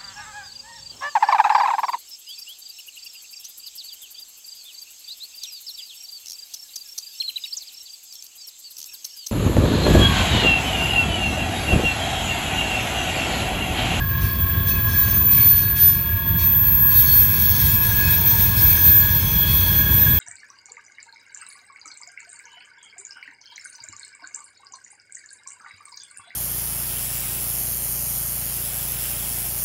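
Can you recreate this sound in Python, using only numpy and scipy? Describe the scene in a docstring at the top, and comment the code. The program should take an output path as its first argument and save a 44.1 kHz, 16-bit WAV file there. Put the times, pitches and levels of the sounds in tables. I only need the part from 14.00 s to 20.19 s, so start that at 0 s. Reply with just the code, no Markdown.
"""Loaded freight cars roll round a tight curve below a rock face, heard from across a lawn.
Throughout, the cars rumble and jolt (shaped noise) and wheels along the curve sing in low modes (narrow
resonances). Flanges grind in bursts from 0.2 s on (noise-driven wheel modes and rasp), with ringing and short
chirps; from 0.65 s very high stick-slip squeals (wavering sines) flare up, sinking in pitch as the wheels pass.
From about 3 s the flanges brush the rail harder between bursts."""
import sys
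import numpy as np
from scipy import signal
from scipy.fft import rfft, irfft, next_fast_len
from scipy.io import wavfile
from scipy.ndimage import uniform_filter1d, map_coordinates

SR = 44100
rng = np.random.default_rng(int(sys.argv[2]) if len(sys.argv) > 2 else 0)


def to_wav(sig):
    """Store sig (one row per channel, or 1-D mono) as 16-bit WAV at the path in sys.argv[1].

    Samples outside -1..1 are clipped; the rate is SR.
    """
    pcm = np.clip(np.atleast_2d(sig), -1, 1) * 32767
    pcm = np.round(pcm).astype(np.int16)
    wavfile.write(sys.argv[1], SR, pcm.T)  # frames by channels


N = 272979
FIRM_RUB_DB = -32   # reference level of rubbing for the rasp and the ringing


def from_db(db):
    """Amplitude ratio: 20 dB is a factor of ten."""
    return 10 ** (np.asarray(db) / 20)


def rms_one(x):
    """Normalisation of mean power: scale to unit rms."""
    return x / np.sqrt(np.mean(np.abs(x) ** 2) + 1e-20)


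def in_time(rows):
    """Linear interpolation: each column after the time column, at every sample."""
    seconds, *columns = np.transpose(rows)
    t = np.arange(N) / SR
    return [np.interp(t, seconds, column) for column in columns]


def drift(rate):
    """Low-passed noise: a random wander of spread 1, from two equal poles at rate in Hz."""
    step = 20   # samples between computed points
    r = np.exp(-2 * np.pi * rate * step / SR)
    noise = rng.standard_normal(N // step + 4002)
    slow = signal.lfilter([1], [1, -2 * r, r * r], noise)[4000:]   # skip the filter's start-up
    return np.interp(np.arange(N) / step, np.arange(len(slow)), rms_one(slow))


def coloured(spectrum):
    """Spectral shaping: noise of rms 1 with the given (Hz, dB) curve, falling away under its lowest point."""
    hz, db = np.transpose(spectrum)
    size = next_fast_len(N)
    f = np.maximum(np.fft.rfftfreq(size, 1 / SR), 1)
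    gain = from_db(np.interp(np.log(f), np.log(hz), db))
    gain = gain * np.minimum(f / hz[0], 1) ** 2
    noise = rfft(rng.standard_normal(size))
    return rms_one(irfft(noise * gain, size)[:N])


def resonate(x, hz, width):
    """A damped mode as a two-pole resonance, with gain 1 on top; width in Hz."""
    r = np.exp(-np.pi * width / SR)
    zeros = np.array([1, 0, -1]) * (1 - r * r) / 2
    poles = [1, -2 * r * np.cos(2 * np.pi * hz / SR), r * r]
    return signal.lfilter(zeros, poles, x)


def sustained(hz, width, steadiness):
    """Friction-driven resonance: a mode kept ringing, its swings in strength evened out; rms 1."""
    x = resonate(rng.standard_normal(N + SR // 2), hz, width)[-N:]   # half a second to build up
    power = np.maximum(uniform_filter1d(x * x, size=SR // 40), 1e-12)
    return rms_one(x / power ** (np.clip(steadiness, 0, 1) / 2))


def family_tone(family, steadiness):
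    """Beating: close modes interfere while their joint short-time power stays near 1."""
    tones = sum(from_db(db) * sustained(hz, width, steadiness) for hz, width, db in family)
    power = uniform_filter1d(tones ** 2, size=SR // 8)
    return tones / np.sqrt(np.maximum(power, 1e-12))


def passing_by(x, doppler):
    """Doppler shift of a steady sound: an approaching wheel is heard faster."""
    return map_coordinates(x, [np.cumsum(doppler)], order=3, mode="mirror")


def swells(rows, attack_s, fall_db_per_s):
    """Attack and exponential decay: gain of (start, length, dB) events, the strongest one leading."""
    t = np.arange(N) / SR
    gains = []
    for start, length, db in rows:
        rise = np.clip((t - start) / attack_s, 0, 1)
        time_past_end = np.maximum(t - start - length, 0)
        gains.append(rise * from_db(db - fall_db_per_s * time_past_end))
    return np.max(gains, axis=0)


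def flare_gains():
    """Locking of one flange: gain of the flares in each squeal mode; the highest mode has none."""
    # Each row: start in seconds, length in seconds, main mode in dB, upper mode in dB.
    flares = [(0.655, 0.05, -28, -21), (0.947, 0.049, -28, -15.5), (1.12, 0.061, -23, -20),
              (1.28, 0.2, -19, -18), (1.44, 0.07, -13.5, -18), (1.786, 0.1, -11.5, -25),
              (2.415, 0.21, -32, -17), (2.79, 0.092, -17, -20), (2.94, 0.064, -15, -18),
              (3.108, .1, -13.5, -19), (4.084, 0.053, -20, -19), (4.237, 0.076, -15, -22),
              (4.38, 0.067, -18, -19), (4.6, .11, -15, -20), (4.814, 0.18, -11.5, -22),
              (5.524, 0.039, -22, -22), (5.908, 0.074, -18.5, -24)]
    start, length, main_db, upper_db = np.transpose(flares)
    near = [swells(zip(start, length, db), attack_s=0.032, fall_db_per_s=166) for db in (main_db, upper_db)]
    return near + [0]


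def squealing(pitch, waver_hz=3.3, wander_db=2.5, scatter_db=-11, flare_scatter_db=-20):
    """Stick-slip locks modes into near sines; ground and cars scatter a blurred copy, less of a near flare."""
    # Frequency of the main, upper and highest mode, as ratios to the main pitch.
    squeal_ratios = [1, 1.0237, 1.1361]
    # The many wheels in the curve together. Each row: time in seconds, then the levels
    # of the main, upper and highest mode in dB.
    chorus_levels = [(0, -35, -28, -43), (0.9, -29, -24, -44), (1.5, -19.5, -19.5, -63),
                     (2.1, -27.5, -28, -46), (2.5, -29, -18.5, -30), (3.05, -23.5, -21, -22.5),
                     (3.7, -20, -25, -26), (4.0, -22, -31, -28), (5.3, -23, -28, -29),
                     (6.19, -21, -22.5, -29)]
    out = np.zeros(N)
    for ratio, chorus_db, flare in zip(squeal_ratios, in_time(chorus_levels), flare_gains()):
        chorus = from_db(chorus_db + wander_db * drift(8.9))
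        phase = 2 * np.pi * np.cumsum(ratio * pitch + waver_hz * drift(28)) / SR
        scattered_gain = np.hypot(chorus * from_db(scatter_db), flare * from_db(flare_scatter_db))
        scattered = scattered_gain * (drift(102) + 1j * drift(45))   # random amplitude and phase
        envelope = np.hypot(chorus, flare) + scattered
        out += np.sqrt(2) * np.real(envelope * np.exp(1j * phase))
    return out


def rubbing(wander_db=0.5):
    """Friction as the driving force: how hard the flanges rub, in dB, with powers added."""
    # Between rubs the flanges still brush the rail, harder under the later cars.
    # Each row: time in seconds, level in dB.
    brushing = [(0, -49.5), (0.6, -50.5), (1.3, -45), (2.15, -49.5), (2.85, -49), (3.05, -34.5),
                (4.5, -34.5), (6.19, -37)]
    # A flange presses on the rail head and grinds. Each row: start in seconds, length in seconds, level in dB.
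    rubs = [(0.195, .07, -38), (0.655, 0.036, -35), (0.865, 0.3, -36), (1.3, 0.29, -33.5),
            (1.745, 0.14, -32.5), (2.37, 0.052, -34), (2.62, 0.026, -39.5), (2.74, 0.045, -42.5),
            (2.89, 0.32, -33), (3.32, 0.24, -34), (3.52, 0.17, -30.5), (3.8, 0.36, -32.5), (4.24, 0.2, -31),
            (4.55, 0.33, -32), (4.98, .38, -35.5), (5.44, 0.3, -33.5), (5.9, 0.23, -35)]
    bursts = swells(rubs, attack_s=0.027, fall_db_per_s=100)
    gain = np.hypot(from_db(in_time(brushing)[0]), bursts)
    return 20 * np.log10(gain) + wander_db * drift(18)


def grinding(grind_db, doppler, patchy_db=4.5, judder_db=0.5):
    """Friction noise excites the high wheel modes, now one, now another; the rasp grows faster than the rub."""
    # Modes of the grinding wheels. Each row: frequency in Hz, width in Hz before narrowing, relative level in dB.
    wheel_modes = [(3117, 30, -9), (3736, 32, -7), (3854, 26, -11), (4511, 25, -14), (5066, 31, -12),
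                   (5259, 66, -8), (5787, 27, -11), (6045, 24, -8), (6180, 52, -5), (6315, 26, -9),
                   (7063, 45, -9), (7983, 57, -11), (8915, 32, -9), (9663, 46, -7), (9846, 30, -9),
                   (10201, 29, -12), (10524, 26, -3), (10664, 39, -6), (10815, 31, -9), (10993, 47, -6),
                   (11208, 27, -8), (11413, 47, -4), (11601, 41, -6), (11746, 20, -8), (11876, 44, -7),
                   (12048, 25, -4), (12403, 52, 0), (12516, 20, -5), (12688, 29, -4), (13049, 51, -7)]
    # Spectrum shape of the rasp between the modes. Each row: frequency in Hz, relative density in dB per Hz.
    rasp_spectrum = [(1200, -5), (2200, -0.5), (2950, -21.5), (3270, 6.5), (3450, 6), (3600, 0.5),
                     (4200, -3.5), (4800, -9), (5600, 0), (7700, -5), (9500, -0.5), (13000, 5),
                     (14300, 10.5), (15000, -29)]
    modes = np.zeros(N)
    for hz, width, db in wheel_modes:
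        patchy_gain = from_db(db + patchy_db * drift(6.0))
        modes += patchy_gain * sustained(hz, width * 0.31, steadiness=0.59)   # narrowed: lighter damping
    modes = from_db(-0.5) * rms_one(passing_by(modes, doppler))
    rasp_db = 0.8 + 0.16 * (grind_db - FIRM_RUB_DB)   # on top of the rub's own level
    rasp = from_db(rasp_db) * coloured(rasp_spectrum)
    return from_db(grind_db + judder_db * drift(36)) * (modes + rasp)


def ringing_wheels(grind_db, doppler, steadiness=0.14):
    """Forced resonance: the nearest wheels ring in middle modes, the more the harder the flanges rub."""
    # Close middle modes, one list for each family. Each row: frequency in Hz, width in Hz, relative level in dB.
    ringing_modes = [
        [(2240, 27, -29), (2289, 26, -4), (2501, 45, -5), (2533, 7.8, -3.5), (2650, 7, -9.5)],
        [(4270, 17, -18), (4227, 1.3, -2), (4410, 51, 1)],
        [(5230, 35, 4), (5280, 9.1, 3)],
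        [(6160, 13, -14), (6050, 5.1, 21), (6000, 16, -10)],
    ]
    # Answer of each family, lowest first. Each row: level at a firm rub in dB, wander in dB.
    ringing_response = [(-41.5, 2), (-41.5, 2.2), (-50.5, 3.5), (-51.5, 3)]
    # Dependence on the rub, same order: dB of ring per dB of rub.
    ringing_follows = [.3, .8, 1.1, .9]
    out = np.zeros(N)
    for (db, wander_db), follows, family in zip(ringing_response, ringing_follows, ringing_modes):
        level_db = db + follows * (grind_db - FIRM_RUB_DB) + wander_db * drift(7.7)
        out += from_db(level_db) * passing_by(family_tone(family, steadiness), doppler)
    return out


def chirping(waver_hz=5.04, flutter_db=1.5):
    """Brief self-excited oscillation: a single mode of a near wheel breaks into a nearly pure squeal."""
    # Each row: start in seconds, length in seconds, pitch in Hz, level in dB.
    chirps = [(0.213, 0.07, 4400, -54), (0.652, 0.045, 6153, -39), (0.688, 0.074, 2562, -39),
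              (1.018, 0.11, 6245, -45), (1.35, 0.047, 2230, -39), (1.386, 0.039, 4382, -34),
              (1.47, 0.21, 4382, -41.5), (1.817, 0.12, 5330, -44.5), (3.046, 0.071, 4366, -31.5),
              (4.02, 0.065, 2530, -32), (4.253, 0.059, 6212, -36), (4.75, 0.08, 6190, -35.5)]
    out = np.zeros(N)
    for start, length, hz, db in chirps:
        gain = swells([(start, length, db)], attack_s=0.032, fall_db_per_s=138)
        gain = gain * from_db(flutter_db * drift(36))
        phase = 2 * np.pi * np.cumsum(hz + waver_hz * drift(31.6)) / SR
        out += gain * np.sqrt(2) * np.sin(phase)
    return out


def singing_wheels(wander_db=1.78):
    """Lateral creep: wheels farther along the curve slip sideways and sing at a steady pitch."""
    # Wheels of slightly different wear, one list for each family.
    # Each row: frequency in Hz, width in Hz, relative level in dB.
    singing_modes = [
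        [(919.7, 13, 2.5), (941, 7.3, 3.5)],
        [(1054, 5.3, 0), (1068, 7.4, -2.5), (1083, 3.3, 5)],
        [(1629, 3.6, -4.5), (1638, 42, -9.5), (1668.6, 4.9, 1.5)],
        [(3410, 17, -3), (3345, 8.9, 13)],
    ]
    # How hard each family sings, lowest first. Each row: time in seconds, level in dB before the trim.
    singing_levels = [
        [(0, -54), (1.95, -53), (2.2, -44), (3.3, -48.5), (4.4, -39), (5.4, -45), (6.19, -43)],
        [(0, -40), (1.1, -38.5), (1.8, -46.5), (2.9, -40.5), (4.3, -46.5), (6.19, -44)],
        [(0.0, -31.5), (0.53, -38.5), (0.96, -31), (1.36, -41.5), (1.38, -36), (3.48, -36.5), (3.53, -39.5),
         (4.0, -28.5), (4.21, -36), (4.95, -33.5), (5.07, -27.5), (5.27, -39.5), (5.45, -32), (5.52, -42.5),
         (5.9, -26.5), (6.0, -36), (6.05, -27.5), (6.19, -37)],
        [(0, -47.5), (0.7, -40.5), (1.5, -49), (2.4, -41), (2.7, -47.5), (3.5, -40.5), (4.7, -41.5),
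         (5.3, -35.5), (5.53, -29), (6.0, -35), (6.19, -32)],
    ]
    trims_db = [-0.24, 0.79, 0.23, -0.032]
    out = np.zeros(N)
    for level, trim_db, family in zip(singing_levels, trims_db, singing_modes):
        level_db = in_time(level)[0] + trim_db + wander_db * drift(6.8)
        out += from_db(level_db) * family_tone(family, steadiness=0.39)
    return out


def rolling(flutter_db=1.5):
    """Roughness excitation: rough wheels on rough rail shake the car bodies and make the track roar."""
    # Each row: time in seconds, car body rumble in dB, rail roar in dB before a common lift.
    rolling_levels = [(0, -22.5, -44.5), (0.8, -22, -44), (1.8, -25, -47), (2.6, -23.8, -46.5),
                      (3.5, -23, -45.5), (4.2, -23.5, -42.5), (5.1, -22, -43), (6.19, -21, -42)]
    # Spectrum shape of the car body rumble. Each row: frequency in Hz, relative density in dB per Hz.
    rumble_spectrum = [(22, -40), (31, -17), (40, -20.5), (50, -1.5), (64, -2.5), (78, -0.5), (93, 3),
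                       (120, -3.5), (180, -9), (250, -20), (360, -24), (500, -35), (800, -85)]
    # Spectrum shape of the rail roar. Each row: frequency in Hz, relative density in dB per Hz.
    roar_spectrum = [(200, 6.5), (450, -1.5), (600, 2), (800, -3.5), (1300, -4), (2000, -5.5), (3000, -4.5),
                     (4200, -8.5), (6000, -15), (9000, -18), (15000, -31)]
    # A car body jolts and the rumble surges. Each row: start in seconds, length in seconds, level in dB.
    jolts = [(0.19, 0.057, -23.5), (0.54, 0.028, -24), (2.29, 0.071, -22.5), (3.61, 0.036, -19),
             (4.0, 0.056, -21), (4.36, 0.029, -20), (4.55, .09, -20.5), (4.86, 0.056, -22),
             (5.45, 0.12, -25), (5.88, 0.046, -19.5), (6.06, 0.05, -23)]
    rumble_db, roar_db = in_time(rolling_levels)
    shake = coloured(rumble_spectrum)
    shake /= np.sqrt(uniform_filter1d(shake ** 2, SR // 4))   # many axles share the load, so it stays even
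    surges = swells(jolts, attack_s=0.017, fall_db_per_s=159)
    rumble = np.hypot(from_db(rumble_db), surges) * shake
    roar = from_db(roar_db + 5.5 + flutter_db * drift(37)) * coloured(roar_spectrum)
    return rumble + roar


def rock_face(x):
    """Specular reflection: the direct sound and a few faint late echoes."""
    # Each row: delay in seconds, level in dB relative to the direct sound.
    echoes = [(0.044, -21), (.071, -18), (.118, -35)]
    return x + sum(from_db(db) * np.pad(x, (int(delay * SR), 0))[:N] for delay, db in echoes)


def scene():
    """Superposition: the whole train, in mono."""
    # The passing wheel's main squeal. Each row: time in seconds, pitch in Hz.
    passing = [(0, 13990), (0.6, 13963), (1.37, 13922), (2.15, 13873), (3.3, 13816), (4.1, 13771),
               (4.9, 13740), (5.65, 13714), (6.19, 13700)]
    pitch, = in_time(passing)
    doppler = pitch / pitch[-1]   # modes are listed as heard at the end of the pass
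    grind_db = rubbing()
    flanges = squealing(pitch) + rock_face(grinding(grind_db, doppler))
    flanges += ringing_wheels(grind_db, doppler) + chirping()
    return (flanges + singing_wheels() + rolling())[None]


def record(dry):
    """Elliptic low-pass filtering: the treble is cut steeply above 15790 Hz."""
    low_pass = signal.ellip(12, 0.1, 90, 15790, fs=SR, output="sos")   # order, ripple dB, stop-band dB, Hz
    return signal.sosfilt(low_pass, dry)


dry = scene()
out = record(dry)
to_wav(out)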